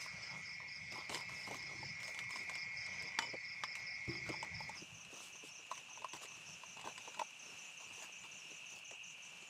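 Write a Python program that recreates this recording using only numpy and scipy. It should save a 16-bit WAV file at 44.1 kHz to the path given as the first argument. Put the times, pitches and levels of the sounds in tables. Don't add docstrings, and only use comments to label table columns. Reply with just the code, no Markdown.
import sys
import numpy as np
from scipy import signal
from scipy.fft import rfft, irfft, next_fast_len
from scipy.io import wavfile
from scipy.ndimage import uniform_filter1d

SR = 44100
rng = np.random.default_rng(int(sys.argv[2]) if len(sys.argv) > 2 else 0)


def inscribe(sig):
    pcm = np.round(np.clip(np.atleast_2d(sig).T, -1, 1) * 32767)
    wavfile.write(sys.argv[1], SR, pcm.astype(np.int16))


N = 418509
TIME = np.arange(N) / SR

# frequency in Hz, relative level in dB.
LOW_TONES = [(1964, -61), (1979, -71), (2004, -64), (2027, -69), (2058, -68), (2116, -71), (2131, -62),
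             (2147, -68), (2161, -54), (2176, -61), (2204, -64), (2218, -67), (2230, -69), (2256, -66),
             (2268, -67), (2279, -69), (2325, -65), (2342, -65), (2358, -65), (2375, -63), (2405, -66),
             (2419, -69), (2433, -72), (2538, -68)]
HIGH_TONES = [(2346, -71), (2400, -73), (2431, -76), (2459, -75), (2554, -67), (2568, -74), (2581, -70),
              (2609, -69), (2641, -68), (2653, -70), (2674, -73), (2692, -76), (2704, -71), (2720, -76),
              (2772, -71), (2786, -70), (2802, -69), (2816, -74), (2830, -76), (2846, -73), (2880, -72),
              (2894, -72), (2916, -77), (3033, -73)]
# time in seconds, gain in dB.
CHORUS_GAIN = [(0, -0.5), (.6, 0), (1.2, 0.5), (1.8, 0), (2.1, 2), (2.5, 4.5), (3, 3.5), (3.5, 2),
               (4.3, 3.5), (4.7, 0), (4.9, -3), (5.5, -3), (6.5, -2), (7.5, -1.5), (8.2, -0.5), (9, .5),
               (9.49, -2)]
# frequency in Hz, relative spectral density in dB.
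LOW_BLUR = [(1650, -40), (1850, -3), (2050, 2.5), (2280, 2), (2450, 0), (2600, -2), (2720, -8), (3200, -55)]
HIGH_BLUR = [(2000, -25), (2250, -2), (2460, 2.5), (2720, -3), (2950, 0.5), (3150, -4), (3350, -8.5),
             (3850, -38)]
LOW_CHORUS_AIR = [(25, -33), (60, -3.5), (115, 4.5), (180, 4), (280, -21), (600, -6), (1100, -6.5),
                  (1700, -3.5), (3300, -7), (3900, -12), (5200, 1), (6800, -10), (10000, -30.5),
                  (12500, -54)]
HIGH_CHORUS_AIR = [(25, -64), (70, -29), (140, 3.5), (220, 0.5), (350, -6), (700, 0.5), (1200, 0.5),
                   (2000, -1), (4000, -2.5), (4700, -6.5), (6200, 3.5), (8200, -8), (12000, -18),
                   (15500, -37)]
# start, end and chirp period in seconds, relative level in dB, centre pitch in Hz.
NEAR_BOUTS = [(-.004, 2.06, .2264, -50.7, 5100), (2.31, 3.56, .2262, -49.6, 5100),
              (3.6345, 4.79, .2264, -49, 5100), (4.751, 6.92, .1905, -52.9, 6100),
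              (7.012, 7.88, .1895, -53.6, 6100), (7.9295, 8.6, .1902, -53, 6100),
              (8.657, 9.26, .188, -52.8, 6120)]
FAR_BOUTS = [(.21, 3.6, .785, -57.5, 4570), (2.85, 3.3, .219, -57.5, 5780), (5.485, 8.8, 0.97, -53.5, 5450),
             (5.6, 7.2, .185, -61.5, 7020), (7.62, 9.9, .179, -57, 6960), (7.2, 9.45, .17, -64, 7980)]
# start in seconds, relative ring level in dB, ring frequency in Hz, relative tick level in dB.
KNOCKS = [(.061, -39.5, 1065, -62), (.602, -43.5, 1080, -68), (0.923, -46, 710, -48.5),
          (1.095, -43, 940, -47), (1.146, -46, 930, -39.5), (1.294, -41.5, 1100, -57),
          (1.511, -34.5, 730, -52), (1.544, -36.5, 1080, -51), (1.829, -38, 816, -69),
          (2.031, -46, 1100, -52), (2.08, -48, 930, -50), (2.146, -50, 780, -53), (2.19, -47, 1300, -44.5),
          (2.307, -43, 1070, -49.5), (2.359, -36.5, 1050, -51), (2.496, -38.5, 1070, -45),
          (2.554, -50, 700, -47.5), (2.864, -54, 1110, -51), (3.024, -55, 990, -50.5),
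          (3.639, -37, 1060, -55), (3.754, -48, 1110, -47.5), (4.291, -37, 685, -46), (4.34, -38, 860, -62),
          (4.428, -32.5, 894, -48.5), (4.605, -36, 844, -59), (4.694, -36, 840, -52.5),
          (5.714, -28.5, 1034, -50.5), (5.723, -40, 1030, -58), (5.778, -48, 1020, -51.5),
          (5.974, -42.5, 950, -58), (6.02, -43, 950, -60), (6.045, -28.5, 1045, -50.5),
          (6.134, -43, 950, -48), (6.166, -47, 990, -54), (6.233, -43.5, 1140, -61),
          (6.255, -56, 1000, -52), (6.635, -40.5, 997, -58), (6.813, -53, 970, -52.5),
          (6.873, -33, 980, -54), (6.979, -44, 1020, -49), (7.076, -41, 935, -60), (7.145, -46, 1390, -55),
          (7.173, -45, 890, -66), (7.193, -36, 916, -48), (7.196, -29.5, 927, -47.5),
          (7.2153, -26.5, 880, -53), (8.023, -46, 700, -60), (8.911, -47.5, 684, -54.5)]
# start in seconds, peak level before reflections in dB.
CLACKS = [(3.1889, -17.5), (3.223, -33), (3.637, -22), (3.6406, -34), (6.134, -49), (6.9785, -41)]
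# start in seconds, relative level in dB.
BUMPS = [(1.622, -48), (1.742, -44), (1.79, -45), (2.925, -56), (4.079, -28), (4.094, -34.5),
         (4.296, -36.5), (6.36, -53)]
CLINKS = [(3.188, -46), (3.223, -47.5)]
# frequency in Hz, relative level in dB, time to decay by 60 dB in seconds.
FLOOR_MODES = [(91, -14, 0.054), (118, 4, 0.071), (178, -7, 0.13), (274, -3, 0.057), (335.3, -5.5, 0.15),
               (383, -8.5, 0.12)]
UTENSIL_MODES = [(938, 4, 0.12), (3000, 2, 0.15), (3340, -9, .15), (6900, -15, 0.24), (7100, -6, 0.27),
                 (7740, -14, 0.18)]
# start in seconds, relative level in dB, centre frequency in Hz.
SCUFFS = [(.931, -52, 480), (.977, -48, 467), (1.093, -42, 392), (1.14, -45, 427), (1.478, -48, 650),
          (1.513, -43, 477), (1.544, -49, 400), (1.829, -50, 396), (3.333, -37, 505), (4.291, -32, 353),
          (4.816, -43.5, 267), (5.126, -46, 466), (5.43, -47.5, 433), (6.134, -46.5, 337),
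          (6.24, -51.5, 500), (6.853, -45.5, 392), (6.874, -49, 440), (7.073, -49, 520),
          (7.452, -55.5, 436), (8.514, -50.5, 453), (8.91, -49, 520)]
# time of the peak in seconds, level in dB, length in seconds.
SWISHES = [(.02, -58.5, 0.048), (1.145, -51, 0.14), (1.42, -63, 0.26), (5.24, -58, 0.21), (5.467, -58, .11),
           (6.236, -53, 0.064), (7.991, -64, 0.28)]
# start and length in seconds, relative levels of rubbing and of crackle in dB.
RUSTLES = [(0.0, 0.037, -65, -55.5), (.23, 0.16, -62, -76), (0.595, 0.037, -57.5, -82),
           (0.913, 0.1, -58.5, -64), (1.094, .06, -50, -58), (1.151, 0.056, -57, -65),
           (1.282, 0.078, -57, -61), (1.465, .095, -54.5, -59), (1.58, .22, -67.5, -91),
           (1.995, 0.21, -62, -61.5), (2.287, 0.3, -63, -64), (2.876, 0.36, -63, -76),
           (3.19, 0.084, -56.5, -70), (3.756, 0.027, -59, -63), (4.071, 0.074, -53.5, -69),
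           (4.255, .08, -55.5, -69), (4.426, 0.039, -57.5, -72), (4.587, 0.21, -66.5, -70),
           (5.1, 0.26, -67.5, -63), (5.7, 0.069, -67, -63), (5.88, .18, -64, -81), (6.132, .025, -57, -58),
           (6.208, 0.023, -58, -60), (6.765, 0.037, -58, -70), (6.84, 0.033, -51.5, -58.5),
           (6.967, 0.27, -65, -72), (7.795, .24, -65.5, -65.5), (8.02, 0.021, -66, -60),
           (8.233, 0.027, -62.5, -68), (8.477, 0.035, -63.5, -69), (8.696, 0.1, -72, -64)]
# time in seconds, mean level in dB.
GRIP_LEVEL = [(0, -82), (.3, -65.5), (1.0, -66.5), (1.12, -58), (1.42, -66), (1.74, -53.5), (2.03, -71),
              (3.2, -67.5), (3.85, -77), (4.25, -60.5), (4.6, -61.5), (5.15, -75), (6.85, -73.5),
              (7.3, -86.5), (8.25, -75.5), (9.49, -80.5)]
# frequency in Hz, relative spectral density in dB.
TICK_SPECTRUM = [(600, -43), (1400, 3.5), (2300, 10.5), (3600, 3.5), (6000, 3.5), (8000, 1.5), (11000, -17),
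                 (15500, -30)]
CLACK_SPECTRUM = [(250, -12), (700, -6), (1100, 6), (2000, 0.5), (3500, -4), (5500, -5.5), (8000, -17),
                  (15000, -38)]
SWISH_SPECTRUM = [(1200, -31), (2800, 12), (4500, 1.5), (7500, 6.5), (10000, -2.5), (15000, -16)]
RUB_SPECTRUM = [(80, -16.5), (200, -2.5), (450, -1.5), (750, 1), (1000, 4.5), (1400, -3), (2200, -18.5),
                (2900, -5.5), (4000, -8), (8000, -67)]
CRACKLE_SPECTRUM = [(700, -8.5), (1800, 4.5), (2800, -3), (6500, 5), (8200, -1.5), (13000, -15),
                    (15400, -13)]
GRIP_SPECTRUM = [(25, -34), (60, -12), (110, 0), (175, 1), (260, -14.5), (600, -47.5)]


def trill(tones, waver_hz, flutter):
    out = np.zeros(N)
    for hz, db in tones:
        cycles = np.cumsum(hz + waver_hz * drift(7)) / SR + rng.random()
        out += amp(db) * (1 + flutter * drift(9)) * np.sin(2 * np.pi * cycles)
    return np.sqrt(2) * out


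def chorus(high_share):
    low_trill = trill(LOW_TONES, waver_hz=1.1, flutter=.17)
    high_trill = trill(HIGH_TONES, waver_hz=2.2, flutter=.28)
    low = amp(-2) * low_trill + amp(-60.5) * noise(LOW_BLUR)
    high = amp(1.66) * high_trill + amp(-63) * noise(HIGH_BLUR)
    return amp(curve(CHORUS_GAIN)) * ((1 - high_share) * low + high_share * high)


def chirps(bouts, sweep, rough_db, vary_db, stroke_cycles=112, step_cycles=189):
    out = np.zeros(N)
    for start, end, period, db, hz in bouts:
        progress = np.linspace(0, 1, round(stroke_cycles / hz * SR))
        for chirp_start in np.arange(start, end, period):
            strokes = chirp_start + np.arange(3) * step_cycles / hz
            for onset in strokes[strokes < end]:
                catch = np.interp(progress, np.linspace(0, 1, 16), rng.standard_normal(16))
                pitch = hz * (1 + sweep * (.5 - progress) + .007 * catch)
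                gain = amp(db + rough_db * catch[::-1] + vary_db * rng.standard_normal())
                add(out, onset, arch(progress) * gain * np.sin(2 * np.pi * np.cumsum(pitch) / SR))
    return out


def chirping_crickets():
    near = chirps(NEAR_BOUTS, sweep=.19, rough_db=2.2, vary_db=1.2)
    far = chirps(FAR_BOUTS, sweep=.107, rough_db=3.3, vary_db=3)
    scattered = amp(-2.5) * echoes(near, t60=.17) + amp(-7) * echoes(far, t60=.11)
    return amp(-2) * near + amp(-8) * far + scattered


def lone_insect(start=1.2, length_s=.24, db=-58, hz=2605):
    swell = arch(np.clip((TIME - start) / length_s, 0, 1))
    return swell * trill([(hz, db)], waver_hz=8, flutter=.3)


def case_knocks(tick_t60=.012, touches_per_s=4, touch_db=-60.5):
    out, t = np.zeros(N), np.arange(SR // 8) / SR
    touches = [(start, touch_db, 1000, touch_db + rng.normal(0, 2)) for start in moments(touches_per_s)]
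    for start, ring_db, hz, tick_db in KNOCKS + touches:
        modes = [(hz, 0, .016), (hz * 1.07, -22, .05), (hz * .72, -9, .015), (hz * 1.45, -14, .012)]
        case = ring(modes, t, rise_s=.0025)
        tick = noise(TICK_SPECTRUM, size=len(t)) * amp(-60 * t / tick_t60)
        add(out, start, amp(ring_db + 8) * case + amp(tick_db + 8) * tick)
    return out + amp(-4) * echoes(out, t60=.044)


def clacks(chatter_t60=.024):
    out, t = np.zeros(N), np.arange(SR // 16) / SR
    lead = 64
    for start, db in CLACKS:
        contact = (t == 0) + .16 * rng.standard_normal(len(t)) * amp(-60 * t / chatter_t60)
        clack = colour(np.pad(contact, (lead, 0)), CLACK_SPECTRUM)
        add(out, start - lead / SR, amp(db) * clack / abs(clack).max())
    return out + amp(-12) * echoes(out, t60=.11)


def floor_bumps():
    bumps = struck(BUMPS, FLOOR_MODES, rise_s=.009)
    return amp(-3) * bumps + amp(-11.5) * echoes(bumps, t60=.74)


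def utensil_clinks():
    return struck(CLINKS, UTENSIL_MODES, rise_s=.0003)


def scuffs(rise_s=.0069, faint_per_s=3, faint_db=-58, faint_hz=520):
    out = np.zeros(N)
    age = np.arange(SR // 8) / SR / rise_s
    faint = [(start, faint_db, faint_hz * 2 ** (rng.random() - .5)) for start in moments(faint_per_s)]
    for start, db, hz in SCUFFS + faint:
        band = [(hz / 9, -40), (hz / 3, -14), (hz, 0), (hz * 3, -28), (hz * 9, -70)]
        puff = noise(band, size=len(age)) * age * np.exp(1 - age)
        add(out, start, amp(db - 8) * puff)
    return out


def sleeve_swishes():
    out = np.zeros(N)
    for peak_time, db, length in SWISHES:
        swell = np.hanning(round(length * SR))
        add(out, peak_time - length / 2, amp(db) * swell * noise(SWISH_SPECTRUM, size=len(swell)))
    return out


def rustle(attack_s=.0063, settle_t60=.18):
    idle = amp(1.5 * drift(9))
    rub_gain, crackle_gain = amp(-72.5) * idle, amp(-77.5) * idle
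    for start, length, rub_db, crackle_db in RUSTLES:
        t = TIME - start
        attack = np.clip(t / attack_s, 0, 1)
        release = amp(-60 * np.clip((t - length) / settle_t60, 0, 2))
        rub_gain += amp(rub_db) * attack * release
        crackle_gain += amp(crackle_db) * attack * release
    pressure = amp(1.5 * drift(30) - 1.5)
    slips = grains(per_s=1500, spread_db=3)
    snaps = grains(per_s=3500, spread_db=2.5)
    rub = patchy(colour(slips, RUB_SPECTRUM), depth_db=4) * rub_gain
    crackle = patchy(colour(snaps, CRACKLE_SPECTRUM), depth_db=3.5) * crackle_gain
    return pressure * (rub + crackle)


def grip_rumble(spread_db=2.5):
    lumps = patchy(noise(GRIP_SPECTRUM), depth_db=4)
    return lumps * amp(curve(GRIP_LEVEL) + spread_db * drift(14))


def forest_air(high_share):
    under_low = amp(-58.5) * patchy(noise(LOW_CHORUS_AIR), depth_db=3)
    under_high = amp(-62) * noise(HIGH_CHORUS_AIR)
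    return ((1 - high_share) * under_low + high_share * under_high) * amp(1.7 * drift(6))


def ring(modes, t, rise_s):
    contact = 1 - np.exp(-t / rise_s)
    return contact * sum(amp(db - 60 * t / t60) * np.sin(2 * np.pi * hz * t) for hz, db, t60 in modes)


def struck(blows, modes, rise_s):
    out = np.zeros(N)
    response = ring(modes, np.arange(SR // 2) / SR, rise_s)
    for start, db in blows:
        add(out, start, amp(db) * response)
    return out


def echoes(x, t60):
    t = np.arange(SR // 2) / SR
    tail = rng.standard_normal(len(t)) * amp(-60 * t / t60) * (t > .002)
    return signal.oaconvolve(x, tail / np.linalg.norm(tail))[:N]


def grains(per_s, spread_db):
    size = amp(spread_db * np.minimum(rng.exponential(1, N), 4))
    return unit(size * rng.standard_normal(N) * (rng.random(N) < per_s / SR))


def patchy(x, depth_db):
    spectra = signal.stft(x, nperseg=1024, noverlap=768)[2]
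    patches = rng.standard_normal(spectra.shape)
    for _ in range(2):
        patches = uniform_filter1d(patches, size=7, axis=0)
        patches = uniform_filter1d(patches, size=9, axis=1)
    spectra *= amp(depth_db * unit(patches))
    return unit(signal.istft(spectra, nperseg=1024, noverlap=768)[1][:N])


def colour(x, points):
    size = next_fast_len(len(x))
    hz, db = np.transpose(points)
    log_hz = np.log(np.fft.rfftfreq(size, 1 / SR) + 1)
    gain = amp(np.interp(log_hz, np.log(hz), db))
    return unit(irfft(rfft(x, size) * gain, size)[:len(x)])


def noise(points, size=N):
    return colour(rng.standard_normal(size), points)


def drift(rate):
    steps = rng.standard_normal(4096)
    return unit(np.interp(TIME * rate, np.arange(len(steps)), steps))


def moments(per_s):
    return rng.random(round(per_s * N / SR)) * N / SR


def arch(progress):
    return np.sqrt(abs(np.sin(np.pi * progress)))


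def curve(rows):
    return np.interp(TIME, *np.transpose(rows))


def amp(db):
    return 10 ** (np.asarray(db) / 20)


def unit(x):
    return x / np.sqrt(np.mean(x ** 2) + 1e-20)


def add(mix, start, sound):
    part = mix[max(round(start * SR), 0):][:len(sound)]
    part += sound[:len(part)]


def scene(change_s=4.77, crossfade_s=.07):
    high_share = np.clip((TIME - change_s) / crossfade_s + .5, 0, 1)
    forest = chorus(high_share) + forest_air(high_share) + chirping_crickets() + lone_insect()
    impacts = floor_bumps() + utensil_clinks() + case_knocks() + clacks()
    friction = scuffs() + sleeve_swishes() + rustle() + grip_rumble()
    return (forest + impacts + friction)[None]


def record(dry, bass_hz=45, edge_hz=15600):
    thin = signal.sosfilt(signal.butter(2, bass_hz, "highpass", fs=SR, output="sos"), dry)
    lowpass = signal.firwin(511, edge_hz, window=("kaiser", 9), fs=SR)
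    return signal.oaconvolve(thin, lowpass[None], "same")


dry = scene()
out = record(dry)
inscribe(out)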